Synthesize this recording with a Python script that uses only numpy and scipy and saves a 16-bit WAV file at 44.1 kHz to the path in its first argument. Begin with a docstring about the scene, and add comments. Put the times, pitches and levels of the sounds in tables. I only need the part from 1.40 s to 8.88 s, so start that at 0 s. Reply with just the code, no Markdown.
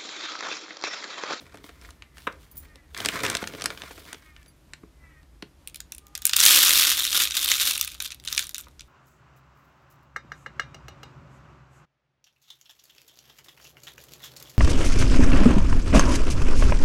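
"""On a porch, a hand digs into a stiff plastic bag of seeds, then lets a handful stream into a bottle feeder.
The seeds are noise ticks that ring the plastic wall and the air over the heap; the bag is clumped crackle,
sliding grain, low rustle and single snaps. Knocks and bangles are short noise bursts into damped modes.
Far off, a crow caws (pulse trains through throat resonances) over a low outdoor rumble of shaped noise."""
import sys
import numpy as np
from scipy import signal
from scipy.fft import rfft, irfft
from scipy.io import wavfile
from scipy.ndimage import uniform_filter1d

SR = 44100
rng = np.random.default_rng(int(sys.argv[2]) if len(sys.argv) > 2 else 0)


def unload_audio(sound):
    """Save the sound as a 16-bit wav file, at the path given as the first command line argument."""
    columns = np.transpose(np.atleast_2d(sound))
    # keep every value between -1 and 1, then stretch to whole-number steps
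    steps = np.round(np.clip(columns, -1, 1) * 32767)
    wavfile.write(sys.argv[1], SR, steps.astype(np.int16))


def boost(x):
    """Linear amplitude factor 10**(x/20) for a level x in decibels (scalar or array-like)."""
    u = np.asarray(x, float) / 20
    return 10 ** u


N = 329868  # length in samples


def rms_one(x):
    """Normalises a layer to an rms of 1, so that its fader sets the level."""
    return x / np.sqrt(np.mean(x ** 2) + 1e-20)


def coloured(x, spectrum):
    """EQ curve as a causal minimum-phase filter, so that attacks stay sharp."""
    size = 8192
    hz, db = np.transpose(spectrum)
    grid = np.maximum(np.arange(size // 2 + 1) * SR / size, 1)
    log_gain = np.interp(np.log(grid), np.log(hz), db) * np.log(10) / 20
    cepstrum = irfft(log_gain)
    # folding the cepstrum forward in time makes the phase minimal
    cepstrum[1:size // 2] *= 2
    cepstrum[size // 2 + 1:] = 0
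    impulse = irfft(np.exp(rfft(cepstrum)))
    return signal.fftconvolve(x, impulse)[:N]


def drift(rate_hz):
    """Slow random modulation with spread 1: noise low-passed at rate_hz, computed at SR / 40."""
    r = np.exp(-80 * np.pi * rate_hz / SR)
    noise = rng.standard_normal(N // 40 + 2002)
    slow = signal.lfilter([1], [1, -2 * r, r * r], noise)[2000:]  # skips the filter's run-in
    return np.interp(np.arange(N) / 40, np.arange(len(slow)), rms_one(slow))


def resonance(x, hz, width_hz):
    """One damped mode as a two-pole resonator; a wider peak dies sooner."""
    r = np.exp(-np.pi * width_hz / SR)
    poles = [1, -2 * r * np.cos(2 * np.pi * hz / SR), r * r]
    return signal.lfilter([(1 - r * r) / 2, 0, (r * r - 1) / 2], poles, x + 1e-18)


def modes_of(x, body):
    """A body as parallel modes with alternating sign."""
    return sum(boost(db) * resonance(x, hz, width_hz) * (-1) ** k
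               for k, (hz, width_hz, db) in enumerate(body))


def band(x, low_hz, high_hz):
    """Band-pass for one part of a sound."""
    return signal.sosfilt(signal.butter(2, [low_hz, high_hz], "band", fs=SR, output="sos"), x)


def bursts(clicks, ms):
    """Every click becomes a puff of noise that decays with time constant ms."""
    r = np.exp(-1000 / (ms * SR))
    return signal.lfilter([1], [1, -r], clicks + 1e-18) * rng.standard_normal(N)


def grains(per_s, spread_db, clump_db, clump_hz):
    """Random contacts in clumps, a few much stronger than the rest; denser ones are turned down to balance."""
    sizes = boost(spread_db * np.minimum(rng.exponential(1, N), 4))
    dense = per_s * boost(clump_db * drift(clump_hz))
    struck = rng.random(N) < dense / SR
    return sizes * struck / np.sqrt(np.maximum(per_s, 20))


def puffs(times, levels_db, ms, rise_ms, slips):
    """One dying noise puff per blow, broken into micro-contacts (slips sets how rough), energy normalised."""
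    t_ms = np.arange(int(8 * ms * SR / 1000) + 8) * 1000 / SR
    draws = rng.standard_normal((len(times), 2, len(t_ms)))
    lumps = np.exp(slips * uniform_filter1d(draws[:, 1], size=16, axis=1) * 4)
    envelope = np.exp(-t_ms / ms) * (1 - np.exp(-t_ms / max(rise_ms, .01)))
    shapes = draws[:, 0] * lumps * envelope
    shapes /= np.sqrt(np.sum(shapes ** 2, axis=1, keepdims=True) / (ms * SR / 2000))
    out = np.zeros(N + len(t_ms))
    for s, level_db, shape in zip(times, levels_db, shapes):
        start = int(s * SR)
        out[start:start + len(t_ms)] += boost(level_db) * shape
    return out[:N]


def hits(s, levels_db, edges_hz, ms, gains_db, slips):
    """Blows in a middle, a dull and a bright part, the dull one lasting longest."""
    return sum(band(puffs(s, level_db + gain_db, length_ms, rise_ms=1.0, slips=slips), low_hz, high_hz)
               for level_db, (low_hz, high_hz), length_ms, gain_db in zip(levels_db, edges_hz, ms, gains_db))


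def swells(starts, lengths, levels_db, rise, sag, fall):
    """Level in dB of overlapping swells that rise, sag slowly while they last and fall away (slopes in dB/s)."""
    t, power = np.arange(0, N + 64, 64) / SR, 1e-12
    for s, length, level_db in zip(starts, lengths, levels_db):
        before, after, past_end = (np.maximum(x, 0) for x in (s - t, t - s, t - s - length))
        lost_db = rise * before + sag * after + fall * past_end
        power = power + boost(2 * (level_db - lost_db))
    return np.interp(np.arange(N) / SR, t, 10 * np.log10(power))


# spectrum of the outdoor rumble: f/Hz, density/dB per Hz
AIR_COLOUR = [(15, -45.5), (25, -11.5), (70, -0.5), (107, -21), (137, -11.5), (205, -22.5), (307, -19),
              (403, -26), (500, -29), (557, -26.5), (729, -31), (1040, -31), (1320, -33), (13800, -46),
              (15800, -58)]


def air():
    """Low outdoor rumble: shaped noise that wavers slowly in level."""
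    waver_db = 1.0 * drift(3)
    return boost(-50 + waver_db) * rms_one(coloured(rng.standard_normal(N), AIR_COLOUR))


# caws: t/s, length/s, starting f/Hz, sag/Hz per s (negative rises at first), level/dB
CAWS = [(0.618, 0.11, 298, 40, -63.5), (1.304, 0.094, 305.7, 204.4, -59.5), (2.758, .26, 322.3, 70, -62),
        (3.657, 0.11, 330, 129.5, -58), (4.642, 0.45, 404.6, -30, -62.5)]
# which of the throats gives each caw: throat index
CALLERS = [0, 0, 1, 0, 2]
# throat resonances of three birds: f/Hz, width of each of two passes/Hz, level of the mode/dB
THROATS = [
    [(1280, 300, -8), (1930, 330, 0), (2250, 250, -12)],
    [(1250, 300, -5), (1800, 350, 0), (2150, 350, -1)],
    [(820, 200, -8), (1220, 200, 0), (1700, 300, -16)],
]
CAW_DROOP_HZ_PER_S2 = 220  # the sag quickens as breath runs out
CAW_RISE_DB_PER_S, CAW_FALL_DB_PER_S = 202, 178


def crow():
    """Slightly uneven pulses through a throat, sagging in pitch; distance leaves only the strong overtones."""
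    out, t = 0, np.arange(N) / SR
    for (s, length, start_hz, sag, peak_db), bird in zip(CAWS, CALLERS):
        since = np.clip(t - s, -.1, length + .1)
        hz = start_hz - sag * since - CAW_DROOP_HZ_PER_S2 * since ** 2
        level_db = swells([s], [length], [peak_db], CAW_RISE_DB_PER_S, 0, CAW_FALL_DB_PER_S)
        cycles = np.cumsum(hz * (1 + .003 * drift(30))) / SR
        # one pulse per cycle, each of its own strength
        pulses = np.diff(np.floor(cycles), prepend=0) * (1 + .5 * rng.standard_normal(N))
        voiced = sum(boost(db) * resonance(resonance(pulses, f, width_hz), f, width_hz)
                     for f, width_hz, db in THROATS[bird])
        flutter_db = 2.6 * drift(25)  # from the air on the way
        out = out + boost(level_db + flutter_db) * rms_one(voiced)
    return out


PORCH_T60_S, PORCH_CUT_HZ = 0.16, 4500  # decay of the dull part; crossover to the treble


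def porch(x):
    """Near walls answer with a short noise tail that loses its treble first."""
    t = np.arange(int(.6 * SR)) / SR
    noise = rng.standard_normal(len(t))
    dull = signal.sosfilt(signal.butter(1, PORCH_CUT_HZ, fs=SR, output="sos"), noise)
    treble = noise - dull
    tail = dull * boost(-60 * t / PORCH_T60_S) + treble * boost(-60 * t / (0.3 * PORCH_T60_S))
    tail *= t > .004  # pre-delay
    return signal.fftconvolve(x, tail / np.sqrt(np.sum(tail ** 2)))[:N]


# bangles touching: t/s, level/dB, tilt/dB per octave (a broad touch favours the low modes)
JINGLES = [(1.113, -44, -2), (1.155, -51, 0), (1.168, -32, 7), (1.176, -33, 5), (1.185, -48, 4.5),
           (1.198, -44, -4), (1.224, -47, 5), (1.245, -51, 2), (3.06, -62, -17), (3.08, -59, -17),
           (3.16, -68, -5)]
# bangle modes: f/Hz, level/dB, t60/s
BANGLE_MODES = [(4700, -22, .12), (6280, -20, .15), (7290, -18, .12), (8600, -22, .1), (9570, -12, .1),
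                (10790, -8, .12), (11780, -12, .1), (13000, -6, .08), (14150, -7, .1), (14960, 0, .09),
                (15110, -2, .1)]


def bangles():
    """Each touch is a quick chatter of contacts that rings every metal mode with a strength of its own."""
    s, level_db, tilt_db = np.transpose(JINGLES)
    luck_db = rng.normal(0, 4.0, (len(s), len(BANGLE_MODES)))
    out = 0
    for k, (hz, mode_db, t60_s) in enumerate(BANGLE_MODES):
        touch_db = level_db + mode_db + tilt_db * np.log2(hz / 15000) - 17 + luck_db[:, k]
        chatter = puffs(s, touch_db, ms=0.99, rise_ms=0.17, slips=0.53)
        r, w = boost(-60 / (t60_s * SR)), 2 * np.pi * hz / SR
        out = out + signal.lfilter([0, np.sin(w)], [1, -2 * r * np.cos(w), r * r], chatter + 1e-18)
    scuff = puffs(s, level_db - 4, ms=9.0, rise_ms=0.26, slips=0.54)
    return out + band(scuff, 6900, 15800)


# bumps against bottle and table: t/s, low thud level/dB, hollow knock level/dB
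KNOCKS = [(0.144, -47, -48), (0.869, -38, -24), (.873, -35, -25.5), (3.433, -39.5, -58), (4.025, -34, -53),
          (7.268, -73, -52)]
# low modes of the table: f/Hz, width/Hz, level/dB
TABLE_MODES = [(184, 68, -1), (330, 55, 1), (419, 35, -1)]
# hollow modes of the bottle: f/Hz, width/Hz, level/dB
HOLLOW_MODES = [(500, 46, 10.5), (805, 810, 0.5), (1070, 256, 10), (1480, 234, 4), (2000, 210, 0.5),
                (2430, 340, -4), (3910, 200, -14)]


def knocks():
    """A damped thud of the table and a hollow, noisy knock of the bottle with a looser rattle after it."""
    s, thud_db, hollow_db = np.transpose(KNOCKS)
    push = np.zeros(N)
    push[(s * SR).astype(int)] = boost(thud_db + 47)  # one soft shove moves every low mode alike
    thud = modes_of(band(push, 110, 840), TABLE_MODES)
    blow = puffs(s, hollow_db + 20, ms=3.4, rise_ms=0.33, slips=0.065)
    rattle = puffs(s, hollow_db - 7, ms=38.0, rise_ms=4.4, slips=0.22)
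    return thud + modes_of(blow + rattle, HOLLOW_MODES)


# the hand grips bag or bottle: t/s, length/s, crackle level/dB, weight/dB (more low rustle, less fine sliding)
GRIPS = [(0, 0.013, -45, 2.5), (.14, 0.046, -51.5, 6.5), (.25, 0.032, -51, -5.5), (.42, 0.078, -51.5, -1.5),
         (.78, 0.049, -56, -10), (.9, 0.032, -53, 6), (1.02, 0.022, -58, -7.5), (1.16, 0.079, -58.5, -2),
         (1.25, .1, -62, 4), (1.582, 0.11, -35, -2.5), (1.74, 0.031, -32, 1), (1.822, 0.097, -30.5, 0),
         (1.98, 0.21, -38.5, 0), (2.2, 0.13, -42, 3), (2.33, .42, -43.5, -2.5), (2.8, 0.22, -66, -9)]
# snaps of the film and taps on the bottle: t/s, level/dB, dull part/dB, bright part/dB
SNAPS = [(0.1429, -39.5, 13, -1), (0.155, -43, 0, 3), (0.172, -37.5, -8, -3), (0.241, -33.5, 2, -26),
         (0.2923, -33, -2, -19), (0.4138, -43.5, -4, 5), (0.454, -40, -16, -21), (0.5053, -36, -13, 4),
         (0.622, -29.5, -24, -27), (0.77, -36, -16, -7), (0.7812, -32, -8, -2), (0.82, -40, -18, -4),
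         (0.925, -43, -15, 2), (1.018, -49, -15, 0), (1.3568, -37, -3.5, 2), (1.546, -22, -21, -8),
         (1.5754, -22, -37, -1), (1.6023, -15.5, -8, -12.5), (1.6483, -12, -12, -5), (1.6583, -9, -11.5, 4),
         (1.6862, -9.5, -12, -0.5), (1.803, -21, -23, -7), (1.834, -17, 0, 3.5), (1.849, -20, -12, 4),
         (1.8635, -13.5, -17, -4), (1.8991, -10.5, -12.5, 1.5), (1.914, -22, -15, -6),
         (1.9503, -9.5, -11, -5), (1.9689, -17, -27, 1), (2.0267, -23, 3, -8), (2.04, -20.5, -15, -19),
         (2.073, -16.5, -18, -4), (2.136, -28, 1.5, -30), (2.1494, -30, 0, -18), (2.197, -31, -10, -5),
         (2.2098, -22, -14, -11), (2.2198, -17.5, -10, -1.5), (2.2402, -21.5, -2, 4.5),
         (2.2576, -9.5, -24, 1.5), (2.3035, -20.5, -4, -11), (2.3738, -27.5, -9, -25.5),
         (2.4187, -21.5, -13, -21), (2.4346, -30.5, 1.5, -11), (2.507, -35.5, 5, -19),
         (2.5775, -34.5, 3.5, -9), (2.652, -35, 3, -4), (2.7293, -24, -6.5, 2.5), (2.744, -28, -5, -22),
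         (2.963, -35.5, -23, -27), (3.029, -44.5, -15, -1), (3.0602, -44, -8, -3),
         (3.3344, -21.5, -19.5, -21), (3.8296, -48, -3, -4), (4.0234, -22.5, -13.5, -22)]
# spectrum of the crackling film: f/Hz, density/dB per Hz
FILM_COLOUR = [(410, -30.5), (700, 4), (762, -14.5), (996, 7), (2390, 6), (2870, -8.5), (3480, -1.5),
               (9000, -11.5), (11700, -79.5), (19800, -120)]
# spectrum of seeds sliding over each other: f/Hz, density/dB per Hz
SLIDE_COLOUR = [(1760, -40), (3000, -3.5), (5530, -10), (7560, -13), (9190, -11.5), (15800, -12)]
# spectrum of the heavy bag's low rustle: f/Hz, density/dB per Hz
RUSTLE_COLOUR = [(47, -49), (80, -1.5), (270, -6), (384, -2.5), (699, -11.5), (758, -21.5), (900, -13.5),
                 (1170, -53), (1980, -120)]
GRIP_SLOPES = 354, 10, 164  # rise, sag, fall in dB/s
SLIDE_UNDER_DB, RUSTLE_UNDER_DB = 7, 5  # below the crackle, before the weight


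def bag():
    """Creases snap in clumps; seeds slide over each other and the heavy bag rustles low as the hand digs."""
    s, length, grip_db, weight_db = np.transpose(GRIPS)
    crackle_db = swells(s, length, grip_db, *GRIP_SLOPES)
    slide_db = swells(s, length, grip_db - SLIDE_UNDER_DB - weight_db, *GRIP_SLOPES)
    low_db = swells(s, length, grip_db - RUSTLE_UNDER_DB + weight_db, *GRIP_SLOPES)

    contacts = grains(np.full(N, 260.), spread_db=5.0, clump_db=3.0, clump_hz=25)
    crease = rng.integers(0, 8, N)  # each crease has its own size, hence its own pitch
    pings = sum(resonance(contacts * (crease == k), hz, hz / 1.2)
                for k, hz in enumerate(np.geomspace(1000, 6000, num=8)))
    crackle = bursts(contacts, ms=6.5) + boost(23.5) * pings
    crackle = boost(crackle_db) * rms_one(coloured(crackle, FILM_COLOUR))

    fine = grains(np.full(N, 2500.), spread_db=3.0, clump_db=2.0, clump_hz=20)
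    slide = bursts(0.24 * contacts + fine, ms=1.0)
    slide = boost(slide_db) * rms_one(coloured(slide, SLIDE_COLOUR))

    lumps_db = 2.5 * drift(20)
    rustle = boost(low_db + lumps_db) * rms_one(coloured(rng.standard_normal(N), RUSTLE_COLOUR))

    s, level_db, dull_db, bright_db = np.transpose(SNAPS)
    snaps = hits(s, (level_db, level_db + dull_db, level_db + bright_db),
                 [(1100, 4450), (180, 740), (4630, 10100)],
                 ms=(1.8, 5.0, 1.2), gains_db=(6.0, 11.0, 3.0), slips=0.6)
    return crackle + slide + rustle + snaps


# gushes of seed sliding off the hand: t/s, length/s, level/dB
GUSHES = [(4.851, 0.027, -42.5), (4.99, 0.18, -23), (5.076, .19, -18), (5.292, .24, -20),
          (5.566, .11, -27.5), (5.739, .11, -23.5), (5.965, 0.099, -27.5), (6.085, 0.083, -26.5),
          (6.21, 0.091, -24.5), (6.33, .12, -36.5), (6.48, 0.063, -47), (6.623, 0.038, -39),
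          (6.898, 0.041, -39.5), (6.989, 0.022, -33.5), (7.179, 0.029, -45)]


def gush_level():
    """Level in dB of the stream: each gush starts fast, sags a little and breaks off."""
    return swells(*np.transpose(GUSHES), rise=348.5, sag=15.5, fall=244.5)


# spectrum of the seed ticks: f/Hz, density/dB per Hz
SEED_COLOUR = [(120, -36.5), (200, -21.5), (372, -14), (416, -37.5), (499, -16), (719, -26.5),
               (1180, -11.5), (2230, -6.5), (3280, 0), (4640, -2.5), (9130, -6.5), (12700, -4.5),
               (15800, -10.5)]
# modes of the bottle wall: f/Hz, width/Hz, level/dB
WALL_MODES = [(1250, 200, -7), (1500, 250, -8), (2550, 300, -5), (3200, 350, -2), (3650, 350, 1),
              (4050, 400, -1), (5800, 600, -5), (6900, 600, -6), (9400, 700, -3), (11500, 900, -6)]


def stream(flow_db):
    """Each falling seed ticks on the wall and excites one of its modes; a fuller stream has more impacts."""
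    per_s = 5000 * boost(.75 * (flow_db + 18))
    contacts = grains(per_s, spread_db=5.0, clump_db=1.0, clump_hz=45)
    ticks = rms_one(coloured(bursts(contacts, ms=.5), SEED_COLOUR))
    dealt = rng.integers(0, len(WALL_MODES), N)  # the mode each impact rings
    rings = sum(boost(db) * resonance(contacts * (dealt == k), hz, width_hz) * np.sqrt(SR / width_hz)
                for k, (hz, width_hz, db) in enumerate(WALL_MODES))
    return boost(flow_db) * (ticks + boost(-7.0) * rms_one(rings))


# seeds that strike the wall on their own: t/s, level/dB, bright part/dB
SEED_HITS = [(4.2735, -32, 7.5), (4.297, -42, -3), (4.3446, -32, 0), (4.3577, -31.5, 4), (4.4029, -27, 1.5),
             (4.5208, -29, 10.5), (4.548, -38.5, 9), (4.5813, -39.5, 9), (4.6673, -46, 10.5),
             (4.7516, -17.5, -7), (4.7762, -27.5, 2), (4.8198, -23.5, -1), (4.8531, -13.5, 13),
             (4.8738, -21, 4), (4.8937, -13, -3), (4.9104, -21, -16), (4.9334, -5, -12), (4.965, -6, 7),
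             (5.0009, -6, 5.5), (5.0106, -8, -8), (5.0366, -4.5, 4), (5.052, -7.5, 9.5), (5.0617, 1, 2),
             (5.5232, -13, -24), (5.6047, -14, -15), (5.6506, -12, -2), (5.728, -13, -17),
             (5.8727, -15, -19), (5.9075, -17, -14), (5.92, -21, -12), (5.941, -22.5, -8), (5.957, -23, 0),
             (5.9677, -10.5, 0), (6.045, -16.5, 8.5), (6.087, -16, 1.5), (6.116, -4.5, -7),
             (6.1979, -11, -23), (6.31, -12.5, -2), (6.3524, -20, 2), (6.3772, -18, 1), (6.4006, -34, -2),
             (6.4113, -10, 4), (6.4468, -25, 8), (6.4759, -21.5, -1), (6.5173, -29.5, 0.5),
             (6.554, -35.5, -16), (6.602, -14.5, -10), (6.623, -28, 8), (6.6572, -28, -23.5),
             (6.7044, -26.5, -30), (6.719, -24, -14.5), (6.745, -37, 2), (6.7987, -38, -4),
             (6.8496, -32, -1), (6.8749, -17, -24), (6.884, -18.5, -20), (6.926, -15, -3.5),
             (6.9483, -21, -2), (6.9774, -4.5, -31), (6.9926, -14, 1), (7.024, -24, -16),
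             (7.069, -28.5, 2.5), (7.0924, -30, 6.5), (7.145, -20, -3), (7.1543, -26, -13),
             (7.181, -23.5, 4.5), (7.21, -45.5, 15.5), (7.394, -34, -16), (7.4064, -30.5, -15)]
BOUNCE_S, BOUNCE_LOSS_DB = 0.011, 14.5  # means; each such seed touches once more
STRAY_OVER_DB, STRAY_SPREAD_DB, STRAY_BRIGHT_DB = 5.5, 2, -14.5  # big seeds, over the stream's level


def lone_seeds(flow_db):
    """Lone seeds, their bounces and big seeds scattered through the stream: three-part noise ticks."""
    s, level_db, bright_db = np.transpose(SEED_HITS)
    luck = rng.random((len(s), 2))
    bounce_s = s + BOUNCE_S * (.5 + luck[:, 0])
    bounce_db = level_db - BOUNCE_LOSS_DB * (.5 + luck[:, 1])

    stray_s = rng.uniform(GUSHES[0][0], N / SR - .1, size=110)
    extra_db = STRAY_SPREAD_DB * np.minimum(rng.exponential(1, len(stray_s)), 2)
    stray_db = flow_db[(stray_s * SR).astype(int)] + STRAY_OVER_DB + extra_db
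    stray_bright_db = STRAY_BRIGHT_DB + 6.3 * rng.standard_normal(len(stray_s))

    s = np.r_[s, bounce_s, stray_s]
    level_db = np.r_[level_db, bounce_db, stray_db]
    bright_db = np.r_[bright_db, bright_db, stray_bright_db]
    return hits(s, (level_db, level_db, level_db + bright_db), [(2080, 6850), (1055, 6400), (7300, 15900)],
                ms=(1.1, 2.5, .9), gains_db=(5.0, -3.0, 5.0), slips=1.0)


HEAP_HZ, HEAP_WIDTH_HZ, HEAP_DB = 3680, 440, -7
FILL_FROM_S, FILL_S = 5.24, .5  # the heap builds up


def seeds():
    """Stream and lone seeds ring the thin wall; the air pocket over the heaped seed rings with every tick."""
    flow_db = gush_level()
    single = lone_seeds(flow_db)
    # where a seed lands picks a third of the modes
    spot = np.repeat(rng.integers(0, 3, N // 256 + 1), 256)[:N]
    wall = sum(modes_of(single * (spot == k), WALL_MODES[k::3]) for k in range(3))
    # the thin wall radiates no bass from so light a blow
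    ticking = stream(flow_db) + band(single + boost(9.5) * wall, 1300, 22000)
    filled = np.clip((np.arange(N) / SR - FILL_FROM_S) / FILL_S, 0, 1)
    into_heap = filled * boost(5.0 * drift(70)) * ticking
    return ticking + boost(HEAP_DB) * resonance(into_heap, HEAP_HZ, HEAP_WIDTH_HZ)


def scene():
    """Mixes rumble and crow behind the close sounds; the porch answers the far ones more strongly."""
    far = crow()
    far = far + boost(-5) * porch(far)
    near = bangles() + knocks() + bag() + seeds()
    near = near + boost(-14.5) * porch(near)
    return (air() + far + near)[None]


def top_cut(x):
    """Nothing passes above the cut-off."""
    return signal.sosfilt(signal.butter(12, 16470, fs=SR, output="sos"), x)


def record(dry):
    """The microphone drops the deepest bass and the top; the loudest ticks are rounded off at full scale."""
    heard = boost(-3.5) * dry
    heard = signal.sosfilt(signal.butter(8, 40, "highpass", fs=SR, output="sos"), heard)
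    heard = signal.sosfilt(signal.cheby2(10, 30, 16100, fs=SR, output="sos"), heard)
    rounded = heard / (1 + heard ** 4) ** .25
    return top_cut(rounded)


dry = scene()
out = record(dry)
unload_audio(out)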